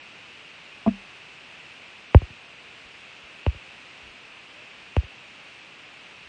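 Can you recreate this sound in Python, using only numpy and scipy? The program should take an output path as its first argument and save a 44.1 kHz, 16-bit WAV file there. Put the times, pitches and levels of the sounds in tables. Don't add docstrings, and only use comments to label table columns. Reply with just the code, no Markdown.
import sys
import numpy as np
from scipy import signal
from scipy.fft import rfft, irfft, next_fast_len
from scipy.io import wavfile
from scipy.ndimage import map_coordinates

SR = 44100
rng = np.random.default_rng(int(sys.argv[2]) if len(sys.argv) > 2 else 0)


def linear_from_db(decibels):
    return 10 ** (np.asarray(decibels, float) / 20)


def int16_out(signal):
    q = np.round(np.clip(np.atleast_2d(signal).T, -1, 1) * 32767)
    wavfile.write(sys.argv[1], SR, q.astype(np.int16))


N = 276948


def filtered(x, response):
    m = next_fast_len(len(x) + 8192)
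    return irfft(rfft(x, m) * response(np.fft.rfftfreq(m, 1 / SR)), m)[:len(x)]


def unit(x):
    return x / np.sqrt(np.mean(x ** 2) + 1e-20)


def resonance(f, hz, width_hz):
    return 1j * f * width_hz / (hz * hz - f * f + 1j * f * width_hz)


def add(track, s, sound):
    part = track[round(s * SR):][:len(sound)]
    part += sound[:len(part)]


def hiss():
    # frequency in Hz, relative density in dB.
    noise_curve = [(15, -49.5), (30, -25.5), (60, -14.5), (130, -8), (1400, -10), (4500, -18.5),
                   (9500, -31), (12000, -60)]
    level_db, drift_db, drift_rate_hz = -46.5, 0.25, 4
    curve_hz, curve_db = np.transpose(noise_curve)

    def response(f):
        spectrum = linear_from_db(np.interp(np.log(f + 1), np.log(curve_hz + 1), curve_db))
        capsule = 1 + 4.49 * resonance(f, 2626, width_hz=550)
        return spectrum * capsule

    noise = filtered(rng.standard_normal(N), response)
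    drift = map_coordinates(rng.standard_normal(40), [np.arange(N) * drift_rate_hz / SR])
    return linear_from_db(level_db + drift_db * drift) * unit(noise)


def creak():
    # time in seconds, frequency in Hz, level in dB.
    joint_glide = [(4.53, 580, -85), (4.565, 585, -53), (4.6, 610, -59), (4.64, 650, -58), (4.66, 660, -85)]
    s, glide_hz, glide_db = np.transpose(joint_glide)
    t = np.arange(N) / SR
    phase = 2 * np.pi * np.cumsum(np.interp(t, s, glide_hz)) / SR
    return linear_from_db(np.interp(t, s, glide_db, -140, -140)) * np.sin(phase)


def snaps():
    # start in seconds, level in dB, centre frequency in Hz, width in Hz.
    puffs = [
        (.879, -24, 2200, 600),
        (.8885, -27, 1680, 300),
        (2.1462, -29, 3700, 900),
        (2.1462, -35, 5200, 1700),
        (3.4642, -33, 3900, 1000),
        (4.9655, -39, 4800, 2000),
        (4.9656, -42, 7500, 4000),
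    ]
    out, t = np.zeros(N), np.arange(SR // 100) / SR
    for s, db, hz, width_hz in puffs:
        puff = filtered(rng.standard_normal(len(t)), lambda f: resonance(f, hz, width_hz) ** 2)
        onset = 1 - np.exp(-t / .0003)
        add(out, s, linear_from_db(db - 60 * t / .006) * onset * unit(puff))
    return out


def box():
    corner_times = [
        .8623,
        .8656,
        .8743,
    ]
    # frequency in Hz, t60 in seconds,
    # then the amplitude of swing given by the first, second and third corner.
    box_modes = [(38, 0.43, 0.0069, 0.0054, .004), (88.7, .12, .01, -.011, .039),
                 (197, .21, -.069, -0.0034, 0.086), (231, 0.12, 0.16, -0.04, -0.38),
                 (364, .024, -0.085, 0.0076, -0.22), (500, 0.051, 0.016, -.02, 0.023),
                 (800, 0.043, -0.011, -0.017, -.02), (671, 0.075, 0.14, -0.044, 0.067),
                 (945, .016, -0.19, 0.17, 0.1), (1150, 0.025, .01, 0.05, -0.072),
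                 (1662, .06, .001, .001, 0.01)]
    rest_s = .8947
    panel_loss_db = 6
    out, t = np.zeros(N), np.arange(SR // 2) / SR
    onset = 1 - np.exp(-t / 0.0018)
    for corner, s in enumerate(corner_times):
        choke_db = -60 * np.maximum(s + t - rest_s, 0) / .025
        for hz, t60, *swing in box_modes:
            if hz > 500:
                loss_db = choke_db
            else:
                loss_db = np.maximum(choke_db, -panel_loss_db * (hz > 210))
            fade = linear_from_db(-60 * t / t60 + loss_db) * onset
            add(out, s, swing[corner] * fade * np.sin(2 * np.pi * hz * t))
    return out


def blow(thud_db, thud_hz, thud_width_hz, rap_db, tick_db):
    # frequency in Hz, width in Hz, share of the direct wave.
    top_modes = [
        (132, 75, 5),
        (1238, 457, -.735),
    ]
    # delay in seconds, share of the direct wave.
    edge_returns = [
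        (.0012, -.15),
        (.0029, -.16),
    ]
    spread = 1.141
    shear_hz = 12540
    grain_hz = 3000
    f = np.fft.rfftfreq(8192, 1 / SR)

    def late(s):
        return np.exp(-2j * np.pi * f * s)

    thud = linear_from_db(thud_db) * resonance(f, thud_hz, thud_width_hz) ** 4.725

    bone = tick_db > 0
    contact_hz = 1550 if bone else 800
    drive = 1 if bone else .1
    wood = 1 + sum(share * drive * resonance(f, hz, width_hz) for hz, width_hz, share in top_modes)
    returns = 1 + sum(share * late(s) for s, share in edge_returns)
    rise = 1j * f / 237 / (1 + 1j * f / 237)
    contact = rise ** 2 / (1 + 1j * f / contact_hz) ** 4
    rap = linear_from_db(rap_db) * wood * returns * contact / np.sqrt(1 + (f / grain_hz) ** 8)

    opening_hz = 12 * max(tick_db - 9.6, 0)
    tick = linear_from_db(tick_db) * resonance(f, 2784 + opening_hz, 493 + 3 * opening_hz) ** 2
    tick = tick * late(-.00017) / np.sqrt(1 + (f / (grain_hz + 600)) ** 8)

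    dispersion = np.exp(-1j * spread * np.sqrt(f + f * f / shear_hz))
    return irfft((thud - rap + tick) * dispersion)


def contacts():
    # start in seconds, force in dB, flight to the rebound in seconds.
    knocks = [
        (2.14385, 52, .07105),
        (3.46181, 40.7, .0805),
        (4.96303, 41.9, .0657),
    ]
    # start in seconds, thud in dB, thud in Hz, rap in dB.
    touches = [
        (2.2965, 7, 105, -9),
        (3.4705, 9, 70, 5),
    ]
    flesh_tick_db = -30
    rows = [(s, db, hz, 190, rap_db, flesh_tick_db) for s, db, hz, rap_db in touches]
    for s, db, flight in knocks:
        over = db - 41
        thud_hz = 73.3 + .33 * over
        thud_width_hz = 98.5 + 1.5 * over
        rap_db = 17.5 + 1.14 * over
        tick_db = 9.6 + .42 * over
        rows.append((s, db, thud_hz, thud_width_hz, rap_db, tick_db))
        rows.append((s + flight, db - 27.5, 73, 132, rap_db - 19.5, flesh_tick_db))
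    return rows


def knuckles():
    # start in seconds, thud in dB, thud in Hz.
    leans = [
        (2.183, 14, 80),
        (3.508, 10, 75),
        (2.835, 0, 55),
        (3.22, -2.5, 55),
        (4.015, 1, 60),
        (4.045, 1, 52),
        (4.075, -3, 55),
        (6.245, -3, 60),
    ]
    out, t = np.zeros(N), np.arange(SR // 10) / SR
    onset = 1 - np.exp(-t / 0.0015)
    for s, thud_db, thud_hz, thud_width_hz, rap_db, tick_db in contacts():
        add(out, s, blow(thud_db, thud_hz, thud_width_hz, rap_db, tick_db))
        scatter = filtered(rng.standard_normal(len(t)), lambda f: resonance(f, 420, width_hz=480) ** 2)
        add(out, s + .005, linear_from_db(rap_db - 53.5 - 60 * t / 0.05) * onset * unit(scatter))
    for s, db, hz in leans:
        add(out, s, blow(db, hz, 90, db - 39, -61))
    return out


def scene():
    return (hiss() + creak() + snaps() + box() + knuckles())[None]


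def treble_gate(x):
    # frequency in Hz, threshold as a share of the band's median power.
    gate_curve = [(3500, 0), (5500, .58), (8700, .72), (9200, 1.05), (9500, 1.8), (9700, 50)]
    bins = 6
    frame = dict(window=("tukey", .5), nperseg=2816, noverlap=768)
    hz, _, z = signal.stft(x, SR, **frame)
    band = np.arange(len(hz)) // bins
    power = np.add.reduceat(np.abs(z) ** 2, np.arange(0, len(hz), bins), axis=0)[band]
    share = np.interp(hz, *np.transpose(gate_curve))[:, None]
    threshold = share * np.median(power, axis=1, keepdims=True)
    return signal.istft(z * (power > threshold), SR, **frame)[1][:N]


def roll_off(x):
    return signal.sosfilt(signal.butter(12, 9670, fs=SR, output="sos"), x)


def record(dry):
    gated = treble_gate(dry[0])[None]
    return roll_off(np.clip(gated, -1, 1))


dry = scene()
out = record(dry)
int16_out(out)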